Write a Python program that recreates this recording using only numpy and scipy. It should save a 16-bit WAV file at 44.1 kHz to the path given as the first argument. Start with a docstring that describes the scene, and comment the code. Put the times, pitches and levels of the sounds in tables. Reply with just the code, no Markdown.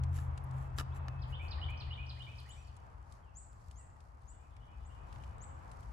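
"""A quiet pine wood, heard by two spaced microphones: close by, hands work a wooden toggle on a taut rope.
The sticks knock sharply once, among lighter contacts: decaying wood modes plus a noise crack.
A distant engine, two sagging tones, fades into a low rumble; dry leaves tick and rustle as shaped noise.
One bird to the right sings a quick rolling phrase, another gives thin rising chips, others call deeper in.
Birds are gliding sine notes; the trunks scatter them as separate echoes and a diffuse tail."""
import sys
import numpy as np
from scipy import signal
from scipy.fft import rfft, irfft, next_fast_len
from scipy.io import wavfile
from scipy.ndimage import map_coordinates

SR = 44100
rng = np.random.default_rng(int(sys.argv[2]) if len(sys.argv) > 2 else 0)


def output_pcm(signal):
    """Save a mono or channel-first signal as 16-bit PCM at the path in sys.argv[1].

    Samples are clipped to [-1, 1] before scaling.
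    """
    pcm = np.clip(np.atleast_2d(signal).T, -1, 1) * 32767
    wavfile.write(sys.argv[1], SR, np.round(pcm).astype(np.int16))


N = 261405

# Slow level shared by the rush of the wood and the rumble under it: (time [s], level [dB])
AIR_LEVEL = [(0.0, -58), (0.79, -59.5), (1.75, -57.5), (2.36, -66.5), (2.61, -67), (3.02, -66.5),
             (4.39, -69), (5.18, -62), (5.93, -62)]
# Noise spectra, relative density: (frequency [Hz], level [dB])
RUMBLE_SPECTRUM = [(20, -49), (32, -13.5), (46, -0.5), (60, 5.5), (80, 1), (105, -4.5), (135, -9),
                   (165, -17), (240, -25), (400, -34.5), (800, -70)]
RUSH_SPECTRUM = [(100, 0.5), (250, -3), (400, -3.5), (600, 0.5), (870, 5.5), (1200, 2), (1600, -6),
                 (2200, -14), (3200, -23), (5000, -39), (12000, -100)]
LEAF_SPECTRUM = [(800, -8), (2200, -17), (4500, 7.5), (8000, 3.5), (9300, -2), (12000, 0), (13200, -54),
                 (16000, -62)]
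ROPE_SPECTRUM = [(500, 0), (2000, 6), (5000, -4.5), (7700, 4.5), (9200, -11.5), (11000, 4.5), (13000, -14),
                 (15000, -7), (16500, -33)]
TWIG_SPECTRUM = [(300, -58.5), (1200, 1), (2500, 13.5), (4300, 12), (6000, 11.5), (7800, 14.5),
                 (11000, 8.5), (16000, -55)]
# Likeness of the two microphones in diffuse sound: (frequency [Hz], correlation [-1 to 1])
MIC_LIKENESS = [(90, 0.93), (200, 0.52), (320, 0.22), (500, -0.18), (900, -0.31), (1400, -0.4),
                (2200, 0.16), (7000, 0.16)]
# Decay among the trunks: (frequency [Hz], time to fall 60 dB [s])
TRUNK_DECAY = [(500, 0.23), (2600, 1), (4500, 0.64), (7500, 0.47), (12000, 0.25)]
# Dry leaves pressed on the ground: (time [s], bell width [s], relative level [dB])
RUSTLES = [(2.42, 0.44, -75.5), (3.13, 0.078, -76), (3.68, 0.18, -78.5), (5.18, 0.25, -76.5),
           (5.8, 0.36, -77.5)]
# The engine's tones: (pitch at the start [Hz], relative level [dB], brief swells and dips),
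# the last a list of (time [s], bell width [s], change [dB])
ENGINE_TONES = [(82.2, -39, [(.08, 0.51, 3.5), (.55, .25, -10), (1.65, 0.15, 5)]),
                (131.5, -40, [(.36, .15, -5), (1.563, 0.12, -17)])]
# Whistles deeper in the wood, before the loss over distance:
# (time [s], length [s], start [Hz], middle [Hz], end [Hz], level [dB])
FAR_CALLS = [(.53, .36, 2610, 2610, 2600, -73), (.9, .62, 2600, 2590, 2580, -68),
             (.915, .035, 3100, 3600, 4300, -71), (1.19, .032, 3100, 3750, 4600, -73),
             (2.55, .15, 5900, 5800, 5750, -78), (3.23, .115, 3300, 2730, 2480, -75.5),
             (3.755, .115, 3300, 2730, 2480, -78), (3.772, .07, 2030, 1930, 1850, -71)]
# Chips: (time [s], length [s], relative level [dB], left over right [dB])
CHIPS = [(2.492, 0.045, -59, 6), (3.351, .052, -54, 6), (3.754, 0.063, -60.5, 1), (4.274, 0.051, -61, 11),
         (4.849, 0.031, -68, 13), (5.41, 0.041, -56.5, 16)]
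# Pitch of a chip, before small random bends: (start [Hz], middle [Hz], end [Hz])
CHIP_PITCHES = (6150, 7480, 8150)
# Syllables of the rolling phrase, before small random bends: (time into the phrase [s], length [s],
# start [Hz], middle [Hz], end [Hz], relative level [dB], loss by the end of the song [dB])
PHRASE = [(-.028, .009, 4100, 5010, 6000, -14.5, 19), (.001, .027, 5246, 3750, 2640, -5.5, 24.5),
          (0.072, .027, 1757, 1980, 2330, -19, 6.5), (.106, .036, 2934, 3054, 3780, -4, 24.5),
          (.177, 0.067, 2285, 2505, 2590, -10, 25.5)]
# Clearest ticks of twigs, rope and dry leaves:
# (time [s], relative level [dB], left over right [dB], tilt [dB per octave])
TICKS = [(0.036, -35, 3, -5.5), (0.3765, -37, 4.5, -3), (0.44, -44.5, -0.5, 48), (.511, -47, 5, -2),
         (2.401, -50.5, -14, 34), (2.492, -45.5, -4, 23), (2.7663, -46.5, 0, 1), (3.123, -41.5, -1, 2.5),
         (3.712, -42.5, -1, -0.5), (4.005, -49.5, 4, -2), (4.218, -60, 6, 6), (4.566, -44.5, 0, -7.5),
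         (5.1272, -43, 3, -6), (5.159, -40.5, -1, -9.5), (5.237, -40.5, 4, -10.5), (5.439, -47, -3, -8),
         (5.7153, -45, 15, -1), (5.829, -52, 15, -5.5)]
# Rope sliding through the hands: (time [s], bell width [s], relative level [dB])
SLIDES = [(.167, 0.037, -58.5), (.2, 0.088, -63.5), (.6, 0.096, -68.5), (.796, 0.029, -49),
          (.964, .027, -61.5), (1.304, 0.041, -71), (1.45, 0.049, -70), (1.705, .015, -67)]
# Stick against stick: (time [s], relative peak level [dB], low-pass cutoff [Hz])
KNOCKS = [(0.1877, -36.5, 700), (0.7856, -22, 7500), (0.7915, -34, 2500), (0.7963, -32.5, 9000),
          (0.7996, -25, 8100), (0.8105, -29.5, 1000), (1.0835, -34.5, 2840), (4.686, -63, 920)]
# The sticks' modes: (frequency [Hz], relative level [dB], time to fall 60 dB [s])
WOOD_MODES = [(290, -8, 0.028), (440, -1, 0.014), (886, -5, 0.0098), (1216, -4, 0.078), (1354, 6.5, 0.024),
              (1722, 6, 0.017), (2580, -11, 0.036), (2930, 3.5, 0.016), (3850, 0, 0.016),
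              (4920, 17.5, 0.0013), (5260, 0.5, 0.007), (7600, -7, 0.025)]

TOP_HZ = 15900
RUSH_DB = 5  # over the shared air level
RUMBLE_DB, RUMBLE_FOLLOWS = -50, 0.94  # mean level, and the share of the slow swing that it follows
HISS_DB = -85  # leaves at rest
# the engine slows ever faster (share of its speed per s squared) and recedes; from GONE_S on it fades quickly
SLOWING, RECEDE_DB_PER_S, GONE_S, GONE_DB_PER_S = 0.01236, 5.5, 2.275, 35.5
# every bird note swells and sinks: its peak (share of its length), start and end below the peak (dB)
NOTE_PEAK, NOTE_START_DB, NOTE_END_DB = 0.34, -2, -6.5
CHIP_START_DB = -15.5  # a chip begins more softly than other notes
QUAVER = .012  # quick unsteadiness of a bird's pitch (share)
PHRASE_S = .2912  # from one phrase to the next
WARM_UP_DB = 12.5  # a song starts soft, by this much
NEAR_SONG_S, NEAR_SONG_DB, NEAR_LENGTH_S, NEAR_WARM_UP_S = 1.218, -41.5, 1.52, 0.088
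FAR_SONG_S, FAR_SONG_DB, FAR_LENGTH_S, FAR_WARM_UP_S = 4.205, -60, 1.6, .36
REBOUND_S, REBOUND_DB = 0.0041, -9  # each knock touches once more, softly


def amp(db):
    """Decibels to gain."""
    return 10 ** (np.asarray(db) / 20)


def unit(x):
    """Scale to rms 1."""
    return x / np.sqrt(np.mean(x ** 2) + 1e-20)


def along(points, hz):
    """Read (frequency [Hz], value) points on a log frequency axis."""
    f, v = np.transpose(points)
    return np.interp(np.log(hz + 1), np.log(f + 1), v)


def curves(rows):
    """One value per sample for each column after the time."""
    s, *cols = np.transpose(rows)
    return [np.interp(np.arange(N) / SR, s, c) for c in cols]


def wobble(rate, count=N):
    """A smooth random curve, rate knots a second."""
    knots = rng.standard_normal(int(count * rate / SR) + 4)
    return map_coordinates(knots, [np.arange(count) * rate / SR])


def bell(s, length):
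    """A smooth rise to 1 and back around time s."""
    return np.exp(-2 * ((np.arange(N) / SR - s) / length) ** 2)


def swells(rows):
    """Bell-shaped rises of level from (time [s], bell width [s], level [dB]) rows."""
    return sum(amp(db) * bell(s, length) for s, length, db in rows)


def filtered(x, response):
    """Shape x by a response of frequency."""
    n = x.shape[-1]
    m = next_fast_len(n + SR // 4)
    hz = np.fft.rfftfreq(m, 1 / SR)
    return irfft(rfft(x, m) * response(hz), m)[..., :n]


def pan(db):
    """Left and right gains for a level difference, left over right."""
    return amp(np.array([[db], [-db]]) / 2)


def add(track, s, sound):
    """Mix a sound into a track at time s."""
    part = track[..., max(0, round(s * SR)):][..., :sound.shape[-1]]
    part += sound[..., :part.shape[-1]]


def noise(spectrum, count=N):
    """Diffuse stereo noise of rms 1, as two spaced microphones hear it."""
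    def mid_side_gains(hz):
        turn = np.arccos(np.clip(along(MIC_LIKENESS, hz), -1, 1)) / 2
        return amp(along(spectrum, hz)) * [np.cos(turn), np.sin(turn)]

    mid, side = filtered(rng.standard_normal((2, count)), mid_side_gains)
    return unit(np.array([mid + side, mid - side]))


def arrive(x, lead):
    """Direct sound that reaches the left microphone lead seconds before the right."""
    sides = np.array([[1], [-1]])
    return filtered(x, lambda hz: np.exp(1j * np.pi * hz * lead * sides))


def near_trunks(x, echo_db, count=5):
    """A few separate echoes from the nearest trees, at other delays for each microphone."""
    out = np.zeros((2, N))
    for side in out:
        for delay in rng.uniform(0.006, 0.021, count):
            add(side, delay, amp(echo_db) * x)
    return out


def forest(x, wet_db, build=0.0009):
    """The trunks' diffuse answer: decaying noise, different at each microphone, building over build seconds."""
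    hz, t, z = signal.stft(rng.standard_normal((2, SR)), SR, nperseg=256)
    decay = amp(-60 * t / along(TRUNK_DECAY, hz)[:, None])
    onset = 1 - np.exp(-t / build)
    tail = signal.istft(z * decay * onset, SR, nperseg=256)[1]
    tail = tail / np.linalg.norm(tail[0])
    return amp(wet_db) * signal.fftconvolve(x[None], tail, axes=1)[:, :N]


def background():
    """Far rumble, the soft rush of the wood and a faint crackling hiss of leaves, all shaped noise."""
    air_db, = curves(AIR_LEVEL)
    rumble_db = RUMBLE_DB + RUMBLE_FOLLOWS * (air_db - air_db.mean()) + 0.82 * wobble(9)
    rumble = amp(rumble_db) * noise(RUMBLE_SPECTRUM) * pan(4.4)
    rush = amp(air_db + RUSH_DB + 1.0 * wobble(7)) * noise(RUSH_SPECTRUM) * pan(0.8)
    hiss = amp(HISS_DB + 1.4 * wobble(25) + 2.9 * wobble(350)) * noise(LEAF_SPECTRUM)
    return rumble + rush + hiss


def engine(waver_db=2):
    """Two low tones that sag and fade together, wavering on their long way through the wood."""
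    tones, t = np.zeros(N), np.arange(N) / SR
    speed = 1 - SLOWING * t ** 2
    fade_db = RECEDE_DB_PER_S * t + GONE_DB_PER_S * np.maximum(t - GONE_S, 0)
    for hz, db, changes in ENGINE_TONES:
        swell_db = sum(change_db * bell(s, length) for s, length, change_db in changes)
        phase = 2 * np.pi * np.cumsum(hz * speed) / SR + 0.6 * wobble(14)
        level = db - fade_db + swell_db + waver_db * wobble(10.7)
        tones += np.sqrt(2) * amp(level) * np.sin(phase)
    return arrive(tones, lead=.0004) * pan(2)


def litter(count=170, spread_db=4, life=0.00077):
    """Dry leaves and needles settle in many faint decaying snaps, louder where they are pressed."""
    stir = amp(HISS_DB) + swells(RUSTLES)
    snaps = np.zeros(N)
    at = rng.integers(0, N, count)
    extra_db = np.minimum(spread_db * rng.standard_exponential(count), 12)
    snaps[at] = stir[at] * amp(extra_db)
    bursts = signal.lfilter([1], [1, -np.exp(-1 / (life * SR))], snaps)
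    return amp(5.5) * bursts * noise(TWIG_SPECTRUM)


def rustle():
    """Dry leaves crushed briefly: noise with a fast uneven level gives a grainy crackle."""
    grain = unit(amp(2.9 * wobble(300)))
    return swells(RUSTLES) * grain * noise(LEAF_SPECTRUM)


def add_whistle(track, s, length, pitches_hz, db, quaver=0, start_db=NOTE_START_DB, edge=0.00074):
    """A pure note that glides through its start, middle and end pitch as it swells and sinks."""
    u = np.linspace(0, 1, max(3, round(length * SR)))
    glide = np.polyfit([0, .5, 1], pitches_hz, 2)
    hz = np.polyval(glide, u) * (1 + quaver * wobble(219, count=len(u)))
    level = db + np.interp(u, [0, NOTE_PEAK, 1], [start_db, 0, NOTE_END_DB])
    ends = np.clip(np.minimum(u, 1 - u) * length / edge, 0, 1)
    add(track, s, ends * amp(level) * np.sin(2 * np.pi * np.cumsum(hz) / SR))


def sing(start, db, song_s, warm_up_s, waver=0.008):
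    """One phrase repeated, never quite alike, under one arch of loudness."""
    voice = np.zeros(N)
    for phrase_s in np.arange(0, song_s, PHRASE_S):
        for offset, length, *pitches_hz, level, tiring_db in PHRASE:
            bend = 1 + waver * rng.standard_normal(len(pitches_hz))
            age = phrase_s + offset
            warm_up_db = -WARM_UP_DB * np.exp(-age / warm_up_s)
            effort_db = warm_up_db - tiring_db * (age / song_s) ** 4
            if age < song_s:
                add_whistle(voice, start + age, length, bend * pitches_hz, db + level + effort_db, QUAVER)
    return voice * amp(3 * wobble(260))


def far_birds(dull_hz=3300):
    """Distant whistles and a second singer, mostly echo, whose top notes are lost among the trees."""
    calls = np.zeros(N)
    for s, length, *pitches_hz, db in FAR_CALLS:
        add_whistle(calls, s, length, pitches_hz, db)
    calls = calls * amp(3.2 * wobble(70))
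    song = sing(FAR_SONG_S, FAR_SONG_DB, FAR_LENGTH_S, FAR_WARM_UP_S)
    singer = filtered(song, lambda hz: 1 / np.sqrt(1 + (hz / dull_hz) ** 8))
    direct = amp(-3) * calls + amp(-7) * singer
    echoes = near_trunks(singer, echo_db=-11)
    return direct + echoes + forest(calls, wet_db=-4) + forest(singer, wet_db=-1.5, build=0.014)


def chipping_bird(waver=0.0072):
    """Thin upward flicks of pitch with a slightly hoarse flutter of level."""
    out, voice = np.zeros((2, N)), np.zeros(N)
    flutter = amp(2.4 * wobble(380))
    for s, length, db, side_db in CHIPS:
        note = np.zeros(N)
        pitches_hz = CHIP_PITCHES * (1 + waver * rng.standard_normal(len(CHIP_PITCHES)))
        add_whistle(note, s, length, pitches_hz, db, QUAVER / 2, CHIP_START_DB)
        out += note * flutter * pan(side_db)
        voice += note * flutter
    return arrive(out, lead=.00002) + near_trunks(voice, echo_db=-15.5) + forest(voice, wet_db=0)


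def songbird():
    """The near singer sits a little to the right; its song swells and dies away."""
    voice = sing(NEAR_SONG_S, NEAR_SONG_DB, NEAR_LENGTH_S, NEAR_WARM_UP_S)
    direct = arrive(voice, lead=-.00007) * pan(-4)
    echoes = near_trunks(voice, echo_db=-15)
    return direct + echoes + forest(voice, wet_db=-3.5)


def ticks(life=0.0044):
    """Tiny dry snaps: tilted noise that dies within milliseconds, with almost no ring."""
    out, t = np.zeros((2, N)), np.arange(SR // 25) / SR
    for s, db, side_db, tilt in TICKS:
        spectrum = [(hz, level + tilt * np.log2(hz)) for hz, level in TWIG_SPECTRUM]
        snap = noise(spectrum, count=len(t)) * np.exp(-t / life)
        add(out, s, amp(db - 15.5) * snap * pan(side_db))
    return out + forest(out.mean(0), wet_db=-25)


def rope():
    """Fibres catch and slip: noise in short swells with a fast uneven level."""
    return swells(SLIDES) * amp(-2.5 + 3.0 * wobble(400)) * noise(ROPE_SPECTRUM)


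def sticks(crack_t60=0.011, crack_db=5):
    """Each contact rings the wood's modes briefly under a noise crack, dulled by its own low-pass."""
    out, t = np.zeros((2, N)), np.arange(SR // 8) / SR
    rebounds = [(s + REBOUND_S, db + REBOUND_DB, cutoff_hz) for s, db, cutoff_hz in KNOCKS]
    for s, db, cutoff_hz in [*KNOCKS, *rebounds]:
        chance = rng.standard_normal((len(WOOD_MODES), 2, 2, 1))  # strength and phase at each microphone
        ring = np.zeros((2, len(t)))
        for (hz, level, t60), (size, phase) in zip(WOOD_MODES, chance):
            ring += amp(level + 2 * size - 60 * t / t60) * np.sin(2 * np.pi * hz * t + phase)
        crack = amp(crack_db - 60 * t / crack_t60) * rng.standard_normal((2, len(t)))
        low_pass = signal.butter(1, min(cutoff_hz, SR / 3), fs=SR)
        blow = signal.lfilter(*low_pass, ring + crack)
        add(out, s, amp(db) * blow / np.abs(blow).max())
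    return out * pan(0.98) + forest(out.mean(0), wet_db=-21.5)


def scene():
    """Everything heard in the wood, from the far rumble to the sticks at hand."""
    surroundings = background() + engine() + litter() + rustle()
    birds = far_birds() + chipping_bird() + songbird()
    handling = ticks() + rope() + sticks()
    return surroundings + birds + handling


def record(dry):
    """The microphone signal keeps nothing from the band limit upward."""
    return filtered(dry, lambda hz: hz < TOP_HZ)


dry = scene()
out = record(dry)
output_pcm(out)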